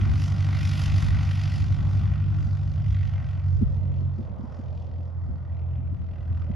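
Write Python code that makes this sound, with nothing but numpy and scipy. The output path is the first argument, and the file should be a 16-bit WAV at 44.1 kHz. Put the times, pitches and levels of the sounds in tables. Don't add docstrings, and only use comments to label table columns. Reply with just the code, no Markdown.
import sys
import numpy as np
from scipy import signal
from scipy.fft import rfft, irfft, next_fast_len
from scipy.io import wavfile
from scipy.ndimage import uniform_filter1d, map_coordinates

SR = 44100
rng = np.random.default_rng(int(sys.argv[2]) if len(sys.argv) > 2 else 0)


def magnitude_from_level(level_db):
    exponent = np.asarray(level_db, float) / 20
    return 10 ** exponent


def store_pcm(level_fs):
    pcm = np.round(np.clip(level_fs, -1, 1) * 32767).astype(np.int16)
    wavfile.write(sys.argv[1], SR, np.atleast_2d(pcm).T)


N = 288855

# time_s, beat_hz
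ENGINE_BEAT = [(0, 48.46), (2.5, 48.46), (3, 47.45), (3.3, 46.2), (3.6, 46), (3.9, 45.6), (4.25, 44.9),
               (4.5, 43.7), (5, 42.9), (5.7, 42.45), (6.55, 42.05)]
# time_s, second_order_db, third_order_db
DRONE_LEVELS = [(0, -25.5, -33.5), (0.3, -25, -32), (2.55, -25.5, -33.5), (2.78, -32.5, -34), (3, -24, -37),
                (3.2, -29, -37), (3.29, -34.5, -37), (3.5, -22.5, -33), (3.65, -33, -32.5),
                (3.75, -27.5, -34), (4.1, -26.5, -33), (4.25, -38, -45), (4.42, -47.5, -48.5),
                (4.7, -34, -44.5), (4.88, -35, -46), (5, -30, -44), (5.1, -36, -42.5), (5.22, -27.5, -45.5),
                (5.38, -36.5, -43.5), (5.58, -29.5, -37.5), (5.9, -29, -36), (6.02, -35, -47),
                (6.22, -34.5, -47), (6.32, -24, -37.5), (6.55, -30, -43)]
# multiple_of_beat, level_against_third_order_db
WEAK_ORDERS = [(1, -14), (1.5, -10), (1.748, -5), (2.25, -12), (2.5, -7), (2.75, -13), (3.25, -17),
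               (3.5, -22), (3.751, -18), (4, -15), (4.25, -19.5), (4.5, -27.5), (4.75, -25.5), (5, -23.5),
               (5.25, -31), (5.5, -30), (5.75, -31), (6, -22), (6.25, -29.5), (7, -38.5)]
# time_s, left_over_right_db, left_lead_rad
DRONE_LEAN = [(0, -1.7, 0.045), (3, -1, 0.29), (3.9, -4, 0.81), (5.2, -2, 0.87), (6.55, -0.5, 0.55)]
# time_s, low_band_db, middle_band_db, high_band_db
BLAST_LEVELS = [(0, -50.5, -49, -54.5), (0.3, -48, -53.5, -52.5), (0.55, -49, -49.5, -53.5),
                (0.83, -47.5, -44.5, -45.5), (1.05, -47.5, -48, -51), (1.55, -52.5, -52, -53),
                (1.8, -52.5, -57.5, -60.5), (2, -52.5, -58.5, -60.5), (2.17, -55.5, -58, -69.5),
                (2.45, -56, -61.5, -63), (2.72, -57, -63.5, -65), (3.05, -58.5, -54.5, -64),
                (3.35, -55.5, -60.5, -68.5), (3.55, -63.5, -71.5, -68), (3.8, -71, -66, -75),
                (4.35, -71.5, -73.5, -76.5), (4.55, -58.5, -75.5, -73), (4.799, -76, -64, -73.5),
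                (5.07, -66, -77.5, -79), (5.35, -63, -78.5, -79), (5.6, -67.5, -68, -80),
                (5.88, -68.5, -73, -83), (6.2, -59, -65.5, -77), (6.37, -57.5, -69, -72.5),
                (6.55, -61.5, -62, -74)]
BAND_CENTRES = [1300, 2600, 5300]
# flicker_db (low, middle, high)
BAND_FLICKER = [0.7, 0.67, 2]
# frequency_hz, gain_db
BLAST_COLOUR = [(300, -18), (500, 6), (720, 11), (1000, 10.5), (1150, 12), (1400, 14.5), (1950, 14),
                (2200, 7), (2400, 11), (3500, 10.5), (3900, 7), (5000, 9.5), (7000, 0.5), (10000, -5),
                (11800, -8.5), (12300, -33)]
# time_s, centre_hz, boost_db
BRIGHT_BAND = [(0, 2190, 5), (2.7, 2170, 1), (3.05, 1970, 7.5), (3.3, 2100, 3.5), (4.55, 1950, 2.5),
               (4.8, 2400, -4.5), (5.2, 1970, 6), (5.5, 1940, 7.5), (5.75, 2760, 6.5), (5.95, 1990, 1.5),
               (6.55, 1960, 2.5)]
# time_s, share_of_a_swell (0-1)
STEADY_RUSH = [(0, 0.69), (2, 0.95), (3, 0.52), (3.7, 0.91), (5.5, 0.65), (6.55, 0.49)]
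CYLINDER_LEVELS = [0.89, -0.88, -0.11, -0.6]
CLATTER_ORDERS = [12.75, 13.25, 14.25, 14.5, 16, 16.25, 19.75, 21.75, 22.75, 23.5, 23.75, 24.5, 28, 28.75,
                  29, 30, 32, 33.5]
CLATTER_LEVELS = [-29, -32.5, -25.5, -26.5, -26, -24.5, -27, -29.5, -28.5, -27, -26, -28.5, -30, -28.5, -40,
                  -31, -32.5, -30.5]
# frequency_hz, likeness (0-1)
BLAST_ALIKE = [(500, .7), (800, .93), (1500, .96), (2000, .97), (2400, .995), (3200, 1), (6100, 1),
               (6400, .9), (7600, .92), (8000, 1), (8700, 1), (9200, .9), (10500, .97), (11000, 1)]

# time_s, rumble_db, flutter_db
LOW_LEVELS = [(0, -33.5, -40), (0.55, -39, -44), (0.9, -33, -45), (2.7, -35, -44.5), (3.25, -34.5, -59),
              (3.62, -33.5, -53), (3.85, -39, -45.5), (4, -36.5, -45.5), (4.2, -43.5, -52),
              (4.5, -45, -50.5), (5.3, -41.5, -49), (6.55, -41.5, -50)]
# frequency_hz, gain_db
RUMBLE_COLOUR = [(15, -41.5), (28, -17.5), (45, 2), (65, 10), (105, 9), (150, -2), (200, -8.5), (300, -68)]
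# frequency_hz, gain_db
FLUTTER_COLOUR = [(100, -19.5), (170, 5.5), (265, -3.5), (350, -12), (450, -26), (600, -72.5)]
# frequency_hz, likeness (0-1)
LOW_ALIKE = [(30, 0.59), (100, 0.11), (270, 0.1)]
# start_s, burst_level_db, push_over_burst_db
WIND_POPS = [(3.223, -38.5, -3), (3.374, -40, 1), (3.62, -19.5, 2.5), (4.02, -33, -3), (4.19, -31, -2),
             (4.217, -34.5, 5), (4.306, -38.5, 1), (4.397, -34.5, -6.5), (4.438, -35.5, -8),
             (4.594, -37.5, -3.5), (4.997, -40, -5.5), (5.288, -37, 4.5), (5.791, -39.5, -1),
             (5.925, -36.5, -6), (6.501, -29.5, 4.5)]
# frequency_hz, gain_db
POP_COLOUR = [(40, -20.5), (110, -2.5), (220, 6.5), (300, -4.5), (370, -10), (450, -27), (600, -72.5)]

# time_s, level_db
FIELD_LEVEL = [(0, -54), (0.85, -56.5), (1.3, -56), (2.3, -55), (3.25, -56), (3.65, -51), (4.1, -52.5),
               (4.5, -48.5), (5.35, -56), (5.8, -52.5), (6.1, -55.5), (6.55, -53)]
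# frequency_hz, gain_db
ROAR_COLOUR = [(210, -37.5), (350, -10), (600, -4), (1070, -10.5), (1640, -19.5), (3000, -37),
               (3900, -53.5), (6600, -120)]
# time_s, centre_hz
HOLLOW_BAND = [(0, 700), (1.9, 682), (2.48, 620), (3.14, 669), (3.67, 549), (5.16, 560), (5.54, 630),
               (5.89, 590), (6.55, 596)]

# frequency_hz, left_lead_turns
PORT_PHASE = [(1550, 0), (1880, -1), (6150, -1), (6500, -1.1), (7240, -1.23), (8000, -1.48), (8600, -1.52),
              (9200, -1.64), (11000, -2)]
# centre_hz, width_hz, depth (0-1)
PORT_DIPS = [(1790, 240, 0.4), (1570, 190, 0.6)]
# frequency_hz, gain_db
HISS_COLOUR = [(2000, -43), (3000, 8), (6000, -1.5), (10000, -33), (12000, -19.5), (12500, -50)]

WAVER_RAD = 0.13
SMEAR_RAD = 4.2
RISE_BEATS, FALL_BEATS = 0.13, 0.24
CRACK_SHARE, CRACK_BEATS = 0.37, 0.035
RUMBLE_GAIN_DB, FLUTTER_GAIN_DB = 7.5, 3
POP_SCALE_S = 0.01142


def unit(x):
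    return x / np.sqrt(np.mean(x ** 2) + 1e-20)


def along(points, hz):
    f, v = np.transpose(points)
    return np.interp(np.log(hz + 1), np.log(f + 1), v)


def curves(rows):
    s, *columns = np.transpose(rows)
    t = np.arange(N) / SR
    return [uniform_filter1d(np.interp(t, s, column), size=600) for column in columns]


def wobble(rate_hz):
    knots = rng.standard_normal(int(N * rate_hz / SR) + 4)
    return map_coordinates(knots, [np.arange(N) * rate_hz / SR])


def filtered(x, response):
    m = next_fast_len(N + SR // 2)
    return irfft(rfft(x, m) * response(np.fft.rfftfreq(m, 1 / SR)), m)[..., :N]


def coloured(x, spectrum):
    return unit(filtered(x, lambda hz: magnitude_from_level(along(spectrum, hz))))


def pair(alike):
    def mid_side_gains(hz):
        angle = np.arccos(np.clip(along(alike, hz), -1, 1)) / 2
        return np.array([np.cos(angle), np.sin(angle)])

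    mid, side = filtered(rng.standard_normal((2, N)), mid_side_gains)
    return np.array([mid + side, mid - side])


def patches(x, wide, long, patchy_db, gain_db=lambda hz, at: 0):
    hz, t, z = signal.stft(x, SR, nperseg=256)
    field = rng.standard_normal(z.shape[1:])
    for size, axis in ((wide, 0), (long, 1)) * 2:
        field = uniform_filter1d(field, size=size, axis=axis)
    at = np.minimum((t * SR).astype(int), N - 1)
    z = z * magnitude_from_level(gain_db(hz, at) + patchy_db * unit(field))
    return signal.istft(z, SR, nperseg=256)[1][:, :N]


def drone(beats):
    second_db, third_db = curves(DRONE_LEVELS)
    lean_db, lead_rad = curves(DRONE_LEAN)
    fade_db = uniform_filter1d(curves(BLAST_LEVELS)[0], size=SR // 2)
    fade_db = fade_db - fade_db.max()
    side = np.array([[0.5], [-0.5]])
    orders = [(2, second_db), (3, third_db)]
    orders += [(k, third_db + db + 0.13 * k * fade_db) for k, db in WEAK_ORDERS]
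    total = 0
    for k, db in orders:
        level = magnitude_from_level(db + side * lean_db + 0.82 * wobble(13))
        waver = WAVER_RAD * wobble(10)
        smear = 0.96 * k + SMEAR_RAD * (k - 2) * (k - 3)
        phase = 2 * np.pi * k * beats + side * lead_rad + waver + smear
        total = total + np.sqrt(2) * level * np.sin(phase)
    return total


def beat_swells(beats):
    beat = beats.astype(int)
    size_db, shift = rng.standard_normal((beat[-1] + 2, 2)).T
    past = beats % 1 - 0.47 + 0.026 * shift[beat]
    top_db = 2.0 * size_db[beat] + np.take(CYLINDER_LEVELS, beat, mode="wrap")
    width = np.where(past < 0, RISE_BEATS, FALL_BEATS)
    hump = np.exp(-(past / width) ** 2)
    crack = CRACK_SHARE * np.exp(-(past / CRACK_BEATS) ** 2)
    return curves(STEADY_RUSH)[0] + magnitude_from_level(top_db) * (hump + crack)


def valve_clatter(beats):
    total = 0
    for k, db in zip(CLATTER_ORDERS, CLATTER_LEVELS):
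        level = magnitude_from_level(db + 2.5 * wobble(3))
        total = total + level * np.sin(2 * np.pi * k * beats + 0.5 * wobble(3))
    return total


def blast(beats):
    bands_db = np.array([db + flicker_db * wobble(12)
                         for db, flicker_db in zip(curves(BLAST_LEVELS), BAND_FLICKER)])
    bright_hz, bright_db = curves(BRIGHT_BAND)
    jet = unit(beat_swells(beats) * pair(BLAST_ALIKE)) + valve_clatter(beats)

    def gain_db(hz, at):
        share = np.array([along(list(zip(BAND_CENTRES, row)), hz) for row in np.eye(3)]).T
        hz = hz[:, None]
        top_octave = np.clip(np.log2(hz / 7000 + 1e-9), 0, 1)
        loss_db = top_octave * 0.6 * (bands_db[2, at] - bands_db[2].max())
        bright = bright_db[at] * np.exp(-((hz - bright_hz[at]) / 300) ** 2)
        return share @ bands_db[:, at] + loss_db + bright

    moving = patches(jet, wide=4, long=24, patchy_db=1.1, gain_db=gain_db)
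    return filtered(moving, lambda hz: magnitude_from_level(along(BLAST_COLOUR, hz)))


def rumble_and_flutter():
    rumble_db, flutter_db = curves(LOW_LEVELS)
    own_lumps = np.array([wobble(12), wobble(12)])
    lumps = magnitude_from_level(1.6 * own_lumps + 1.98 * wobble(5))
    rumble = unit(lumps * coloured(pair(LOW_ALIKE), RUMBLE_COLOUR))
    flutter = unit(lumps * coloured(pair(LOW_ALIKE), FLUTTER_COLOUR))
    return magnitude_from_level(rumble_db + RUMBLE_GAIN_DB) * rumble + magnitude_from_level(flutter_db + FLUTTER_GAIN_DB) * flutter


def pops():
    t = np.arange(N) / SR
    burst, push = np.zeros((2, N))
    for start_s, db, push_db in WIND_POPS:
        u = (t - start_s) / POP_SCALE_S
        burst += magnitude_from_level(db) * np.exp(-((u - 0.4) / 1.12) ** 2)
        push_shape = magnitude_from_level(db + push_db) * np.exp(-((u - 1.6) / 0.86) ** 2)
        push += push_shape * np.sin(2 * np.pi * 4.56 * np.clip(u, 0, None) ** 0.27)
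    noise = coloured(pair([(100, 0.76), (300, 0.24)]), POP_COLOUR)
    return burst * noise + push


def field_roar():
    hollow_hz = curves(HOLLOW_BAND)[0]

    def hollow_db(hz, at):
        return 8 * np.exp(-((hz[:, None] - hollow_hz[at]) / 110) ** 2)

    noise = pair([(600, 0.45), (1200, 0.11), (2500, 0.19)])
    wavering = patches(noise, wide=2, long=40, patchy_db=2.0, gain_db=hollow_db)
    return magnitude_from_level(curves(FIELD_LEVEL)[0]) * coloured(wavering, ROAR_COLOUR)


def scene():
    beats = 0.82 + np.cumsum(curves(ENGINE_BEAT)[0]) / SR
    return drone(beats) + blast(beats) + rumble_and_flutter() + pops() + field_roar()


def ports(hz):
    dips = [1 - np.clip(depth, 0, 1) / (1 + ((hz - centre) / width) ** 2 * 4) ** 2
            for centre, width, depth in PORT_DIPS]
    return dips * np.exp(1j * np.pi * along(PORT_PHASE, hz) * np.array([[1], [-1]]))


def roll_off(x):
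    return signal.sosfilt(signal.butter(12, 12190, fs=SR, output="sos"), x)


def record(dry):
    hiss = magnitude_from_level(-84) * coloured(pair(BLAST_ALIKE), HISS_COLOUR)
    mix = filtered(dry + hiss, ports)
    return roll_off(mix)


dry = scene()
out = record(dry)
store_pcm(out)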